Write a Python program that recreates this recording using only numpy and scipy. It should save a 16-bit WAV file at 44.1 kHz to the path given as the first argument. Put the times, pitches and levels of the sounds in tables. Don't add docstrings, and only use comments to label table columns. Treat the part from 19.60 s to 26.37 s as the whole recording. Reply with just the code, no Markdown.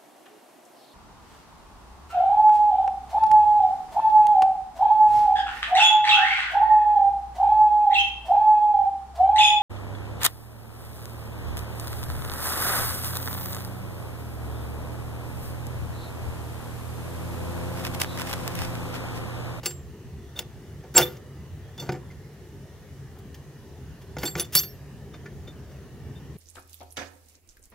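import sys
import numpy as np
from scipy import signal
from scipy.fft import rfft, irfft, next_fast_len
from scipy.io import wavfile
from scipy.ndimage import uniform_filter1d

SR = 44100
rng = np.random.default_rng(int(sys.argv[2]) if len(sys.argv) > 2 else 0)


def master_out(mix):
    frames = np.transpose(np.atleast_2d(mix))
    ceiling = np.clip(frames, -1, 1)
    pcm = np.round(ceiling * 32767).astype(np.int16)
    wavfile.write(sys.argv[1], SR, pcm)


N = 298548
T = np.arange(16384) / SR
HZ = np.fft.rfftfreq(len(T), 1 / SR)


# start_s, rise_s, clank_db, clatter_db, tilt_db_per_octave
BLOWS = [(0.0315, 0.0015, -36.5, -39.5, -2), (0.0583, 0.00028, -32.5, -21, 2),
         (0.7904, .0005, -35.5, -31, 2), (1.2356, 0.0044, -38.5, -57, -9), (1.3482, .003, -25, -33.5, -7),
         (1.3639, .002, -21.5, -22, 2.5), (1.3786, 0.00013, -19, -12.5, 4), (1.398, .001, -24, -40.5, -1.5),
         (1.4148, .002, -23.5, -28.5, -5), (1.449, 0.0034, -34, -48, -11.5), (1.568, .001, -48, -50, -3.5),
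         (2.178, 0.0011, -42.5, -43.5, -2.5), (2.197, .001, -39.5, -45, -2),
         (2.221, 0.0026, -34.5, -45, -4), (2.2913, .0002, -25.5, -35.5, -9.5),
         (2.32, 0.00088, -33, -41.5, -3), (2.346, .005, -32, -53, -11), (2.5083, 0.0035, -51, -55, -7),
         (3.5857, 0.00082, -63, -56.5, 6.5), (3.7437, .001, -70, -46, 1), (4.5671, 0.00026, -32, -42.5, -9),
         (4.583, 0.002, -42.5, -38.5, 0.5), (4.6325, 0.00017, -27, -33, -9.5), (4.6534, .0002, -33, -31, 1),
         (4.675, 0.00084, -54.5, -36.5, -1), (4.7533, 0.00022, -28.5, -34.5, -8.5),
         (4.779, .002, -40.5, -36.5, 3), (4.7972, .0002, -47.5, -25, 3.5),
         (4.951, 0.00021, -32.5, -15.5, 4.5), (5.032, 0.0022, -51.5, -37.5, -0.5),
         (5.539, 0.0029, -51, -50, -7.5), (5.6565, 0.0024, -50, -51.5, -11.5),
         (5.876, 0.0019, -61, -49.5, -4.5)]
# pitch_hz, level_db, t60_s, group (0 timber, 1 casting)
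STAND_MODES = [(135, -3, .42, 0), (157, -1, .28, 0), (192, -2, .13, 0), (290, -3, .11, 0),
               (322, -7, .13, 1), (356, 0, .26, 1), (392, -6, .33, 1), (422, -8, .17, 1), (499, -3, .24, 1),
               (558, -12, .13, 1), (688, -12, .12, 1), (748, -2, .17, 1), (785, -6, .15, 1),
               (829, -2, .13, 1), (900, -4, .15, 1), (948, -7, .14, 1)]
# clank_db, gain_db
UPPER_MODE_GAIN = [(-28.5, -4.5), (-18, 5)]
BAND_EDGES = [200, 1000, 2600, 7000, 17000]

def knocks(joints, clatter_hz=4300, upper_from_hz=650, freed_s=2.0, crack_s=.0013, body_lag_s=.00073):
    out, waves = np.zeros(N), free_ringing(STAND_MODES)
    edges = np.array(BAND_EDGES)
    bands = np.array([unit(joints * (HZ > lo) * (HZ <= hi)) for lo, hi in zip(edges, edges[1:])])
    octaves = np.log2(np.sqrt(edges[1:-1] * edges[2:]) / clatter_hz)
    upper = np.array(STAND_MODES)[:, :1] > upper_from_hz
    for start, rise, clank_db, clatter_db, tilt_db in BLOWS + rebounds():
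        band_db = clatter_db + tilt_db * octaves - 2.5 * octaves ** 2
        gains = np.append(.45 * amp(clank_db), amp(band_db))
        contact = rfft(unit(grit(spread_db=1.5)))
        clatter = irfft(contact * (gains[:, None] * bands).sum(0), len(T))
        t60 = .047 + 11 * rise
        crack = .16 * np.exp(-T / crack_s)
        clatter *= (np.exp(-np.log(1000) * T / t60) + crack) * (1 - np.exp(-T / rise))
        thud_db = clank_db + (.5 if start > freed_s else -11.5)
        wake = amp(upper * np.interp(clank_db, *np.transpose(UPPER_MODE_GAIN))).astype(np.float32)
        body = ring(STAND_MODES, wake * waves, [thud_db, clank_db], spread_db=3)
        body *= 1 - np.exp(-T / (rise + body_lag_s))
        add(out, start, clatter + .81 * body)
    return out


def rebounds(sharp_s=.0004, delay_s=.047, rise_s=.0022, drop_db=18.5):
    return [(start + delay_s, rise_s, clank_db - drop_db, clatter_db - drop_db, tilt_db - 2.5)
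            for start, rise, clank_db, clatter_db, tilt_db in BLOWS if rise < sharp_s]


# frequency_hz, level_db
JOINT_SPECTRUM = [(220, 3.5), (370, 8.5), (610, 4), (820, 2), (1030, -2.5), (1400, 3.5), (2300, -1),
                  (3400, 0.5), (4000, -4), (5000, -1), (6100, -2.5), (7000, -0.5), (8600, -6),
                  (10500, -4.5), (16000, -1.5)]

def joint_colour(ripple_db=8, latch_db=9, width_hz=45):
    ripple = uniform_filter1d(rng.standard_normal(len(HZ)), size=22)
    ripple = unit(uniform_filter1d(ripple, size=14))
    ripple = np.clip(unit(ripple - uniform_filter1d(ripple, size=130)), -2, 1.5)
    peaks = np.max([1 / (1 + ((HZ - mode[0]) / width_hz) ** 2) for mode in LATCH_MODES], axis=0)
    return amp(read(JOINT_SPECTRUM, HZ) + ripple_db * ripple * (.5 - peaks) + latch_db * peaks)


# pitch_hz, level_db, t60_s, group (excited together)
LATCH_MODES = [(2770, -10, .07, 0), (3512, 0, .12, 0), (4492, 0, .15, 1), (5020, -12, .1, 1),
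               (5457, -10, .13, 1), (5848, -6, .13, 1), (6070, -9, .11, 1), (6192, -7, .15, 1),
               (7498, 0, .29, 2), (9510, -13, .16, 3), (9960, 0, .12, 3), (10704, -12, .12, 3),
               (10909, -12, .14, 3), (12225, -10, .15, 4), (12749, 0, .33, 4), (13762, 0, .2, 5),
               (14320, -9, .1, 5), (15035, -14, .12, 5), (15592, -3, .22, 5)]
# start_s, level_db, driven_hz, seat_damping_db_per_s
LATCH_JOLTS = [(0.0581, -29.5, 7200, 19.5), (0.79, -18, 3300, 2000), (1.3818, -16, 5400, 1499.5),
               (1.413, -31.5, 12700, 79), (2.198, -32, 4200, 55), (2.321, -56, 7560, 50),
               (4.585, -39, 4300, 48), (4.6328, -38.5, 12400, 12), (4.656, -30.5, 7300, 13),
               (4.7953, -23.5, 4100, 160), (4.9512, -16.5, 11200, 47), (5.033, -40, 5000, 10)]

def latch(rise_s=.0008, width_octaves=.65, off_pitch_db=-21):
    out, waves = np.zeros(N), free_ringing(LATCH_MODES)
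    hz, _, _, group = np.transpose(LATCH_MODES)
    group_hz = np.array([hz[group == g].mean() for g in np.unique(group)])
    for start, db, driven_hz, damping in LATCH_JOLTS:
        nearness = np.exp(-(np.log2(group_hz / driven_hz) / width_octaves) ** 2)
        ringing = ring(LATCH_MODES, waves, db + off_pitch_db * (1 - nearness), spread_db=2)
        add(out, start, ringing * amp(-damping * T) * (1 - np.exp(-T / rise_s)))
    return out


# start_s, length_s, pitch_hz, level_db
STICK_SLIPS = [(0.761, 0.024, 3600, -41.5), (1.356, 0.025, 7500, -10.5), (1.375, 0.0099, 5480, -20),
               (1.412, 0.038, 3530, -24.5), (1.461, 0.032, 3535, -42), (2.177, 0.051, 3516, -42),
               (2.318, 0.024, 5000, -53), (2.501, .029, 2084, -53), (4.653, 0.033, 3520, -34.5),
               (4.658, 0.044, 4497, -36.5), (4.711, .022, 3500, -52), (4.79, 0.045, 10930, -30.5),
               (4.797, 0.026, 6066, -35), (4.822, 0.037, 3494, -42), (4.951, 0.051, 5450, -26),
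               (4.952, 0.053, 4506, -22), (4.965, 0.036, 3530, -35.5), (4.988, 0.014, 6120, -25.5),
               (5.014, .03, 3530, -46), (5.085, 0.055, 5480, -53.5), (5.535, .04, 3620, -54),
               (5.658, 0.044, 1760, -52), (5.873, 0.054, 3610, -50), (6.555, .044, 3610, -56.5)]

def squeals(waver_hz=28, roughness=.28, faint_db=-37):
    out = np.zeros(N)
    for start, length, hz, db in STICK_SLIPS:
        drift, shake = unit(uniform_filter1d(rng.standard_normal((2, len(T))), size=160))
        rise = min(.004 + .05 * max(db - faint_db, 0), length / 2)
        ramp = np.interp(T, [0, rise, length], [0, 1, 0])
        grip = np.sin(np.pi / 2 * ramp ** .67) ** 2
        tone = np.sqrt(2) * np.sin(2 * np.pi * np.cumsum(hz + waver_hz * drift) / SR)
        add(out, start, amp(db) * grip * (1 + roughness * shake) * tone)
    return out


# catch_s, lead_in_s, run_out_s, level_db, tilt_db_per_octave
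RUST_SLIDES = [(.059, 0.023, 0.052, -39.5, -1.5), (.795, 0.041, 0.034, -40.5, -3.5),
               (1.365, .026, .01, -29.5, -0.5), (1.388, 0.027, 0.042, -18.5, -3),
               (1.45, 0.0036, 0.117, -44, -4.5), (2.25, 0.068, 0.12, -45, -6.5),
               (4.42, 0.014, 0.027, -53, -3), (4.646, .05, .035, -37.5, -3), (4.799, .04, .035, -34, -3),
               (4.955, .033, 0.051, -26.5, 0.5), (5.54, 0.0035, 0.025, -44, -8.5),
               (5.878, .003, 0.025, -46, -12), (6.12, 0.033, .06, -57, -3)]

def scrapes(joints, low_hz=300, pivot_hz=4000, swell_db=11.5, fade_db=10.5):
    out = np.zeros(N)
    for catch, lead, run_out, db, tilt_db in RUST_SLIDES:
        length = lead + run_out
        tilt = amp(tilt_db * np.log2((HZ + low_hz) / pivot_hz))
        low_cut = HZ ** 2 / (HZ ** 2 + low_hz ** 2)
        force = amp(db - np.interp(T, [0, lead, length], [swell_db, 0, fade_db]))
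        force *= (1 - np.exp(-T / .0025)) * np.exp(-np.maximum(T - length, 0) / .0018)
        grinding = irfft(rfft(grit(spread_db=4.5)) * joints * tilt * low_cut, len(T))
        add(out, catch - lead, force * unit(grinding))
    return out


# start_s, length_s
SWING_WHISTLES = [(5.947, 0.055), (6.102, 0.097)]

def whistles(pitch_hz=3250, fall_octaves_per_s=5.5, level_db=-63):
    out = np.zeros(N)
    hz = pitch_hz * 2 ** (-fall_octaves_per_s * T)
    for start, length in SWING_WHISTLES:
        swell = np.sin(np.pi * np.minimum(T / length, 1))
        add(out, start, amp(level_db) * swell * np.sin(2 * np.pi * np.cumsum(hz) / SR))
    return out


# frequency_hz, t60_s
GROUND_DECAY = [(150, .5), (1000, .42), (5000, 0.27), (15000, 0.11)]

def ground_echoes(direct, near_db=-15, near_s=.006, far_db=-24):
    near, far = rng.standard_normal((2, 2, len(T)))
    near *= np.exp(-T / near_s) * (T > .001)
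    hz, t, spectra = signal.stft(far, SR, nperseg=256)
    spectra *= np.exp(-np.log(1000) * t / read(GROUND_DECAY, hz)[:, None])
    far = signal.istft(spectra, SR)[1][:, :len(T)] * (T > .012)
    echoes = sum(amp(db) * taps / np.linalg.norm(taps, axis=1, keepdims=True)
                 for db, taps in [(near_db, near), (far_db, far)])
    return direct + signal.oaconvolve(direct[None], echoes, axes=1)[:, :N]


# frequency_hz, level_db
YARD_SPECTRUM = [(20, -36), (35, -23.5), (55, -13), (72, -3), (125, -6), (180, -9.5), (260, -14.5),
                 (450, -20), (620, -25), (1200, -31), (2300, -35.5), (4500, -39.5), (8000, -43.5),
                 (16000, -45.5)]
# frequency_hz, correlation
YARD_COHERENCE = [(60, 0.67), (130, 0.99), (290, 0.98), (640, 0.89), (1410, 0.76), (3100, 0.41),
                  (6820, 0.079), (15000, 0.08)]
# time_s, gain_db
ENGINE_SWELL = [(0, 0.86), (4.1, -1.5), (5.3, 2), (6.77, 2.5)]
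# centre_hz, width_hz, gain_db
MACHINE_HUMPS = [(73, 4.9, 4), (94.9, 8, 2), (143.85, 5, 9.5), (401, 36, 7), (1832, 140, 5.5),
                 (2933, 110, 3.5), (6170, 700, 3)]

def distant_engines(level_db=-42, waver_db=1.77, rumble_hz=450):
    size, hop = 4096, 2048
    hz, t = np.fft.rfftfreq(size, 1 / SR), np.arange(0, N + 2 * hop, hop) / SR
    draws = rng.standard_normal((5, len(t), len(hz)), dtype=np.float32)
    left, separate = draws[0] + 1j * draws[1], draws[2] + 1j * draws[3]
    likeness = np.clip(read(YARD_COHERENCE, hz), -1, 1)
    right = likeness * left + np.sqrt(1 - likeness ** 2) * separate
    humps_db = sum(db * np.exp(-.5 * ((hz - centre) / width) ** 2) for centre, width, db in MACHINE_HUMPS)
    swell_db = np.interp(t, *np.transpose(ENGINE_SWELL))[:, None] / (1 + (hz / rumble_hz) ** 2)
    waver = unit(uniform_filter1d(uniform_filter1d(draws[4], size=3, axis=0), size=20, axis=1))
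    gain = amp(read(YARD_SPECTRUM, hz) + humps_db + swell_db + waver_db * waver)
    frames = irfft(np.array([left, right]) * gain) * signal.windows.cosine(size)
    overlapped = frames[:, 1:, :hop] + frames[:, :-1, hop:]
    return amp(level_db) * unit(overlapped.reshape(2, -1)[:, :N])


def free_ringing(modes):
    hz, _, t60, _ = np.transpose(modes)
    return np.exp((2j * np.pi * hz - np.log(1000) / t60)[:, None] * T).astype(np.complex64)


def ring(modes, waves, group_db, spread_db):
    hz, db, _, group = np.transpose(modes)
    group = group.astype(int)
    size = amp(db + spread_db * rng.standard_normal(len(hz)))
    size *= amp(group_db)[group] / np.sqrt(np.bincount(group, size ** 2)[group] / 2)
    kick = size * np.exp(2j * np.pi * rng.random(len(hz)))
    return (kick.astype(np.complex64)[:, None] * waves).sum(0).real


def grit(spread_db):
    size, noise = rng.standard_normal((2, len(T)))
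    return noise * amp(spread_db * np.clip(unit(uniform_filter1d(size, size=30)), -2, 2))


def amp(db):
    return 10 ** (np.asarray(db) / 20)


def unit(x):
    return x / np.sqrt(np.mean(x ** 2) + 1e-20)


def read(points, hz):
    point_hz, value = np.transpose(points)
    return np.interp(np.log(hz + 1), np.log(point_hz + 1), value)


def add(mix, start_s, sound):
    part = mix[max(round(start_s * SR), 0):][:len(sound)]
    part += sound[:len(part)]


def scene():
    joints = joint_colour()
    stand = knocks(joints) + latch() + squeals() + scrapes(joints) + whistles()
    return ground_echoes(stand) + distant_engines()


# frequency_hz, left_minus_right_db
MIC_BALANCE = [(60, -.3), (150, 0.75), (380, 0.47), (1300, -0.32), (2400, 0.6), (4400, -1.2),
               (15000, -0.45)]
# frequency_hz, left_lead_rad
MIC_PHASE = [(100, 0), (3000, 0.28), (8000, 0.96), (15000, 0.84)]

def record(dry, cutoff_hz=15950):
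    size = next_fast_len(N, True)
    hz = np.fft.rfftfreq(size, 1 / SR)
    left = amp(read(MIC_BALANCE, hz) / 2) * np.exp(.5j * read(MIC_PHASE, hz))
    lowpass = 1 / (1 + (hz / cutoff_hz) ** 200)
    return irfft(rfft(dry, size) * np.array([left, 1 / left]) * lowpass, size)[:, :N]


dry = scene()
out = record(dry)
master_out(out)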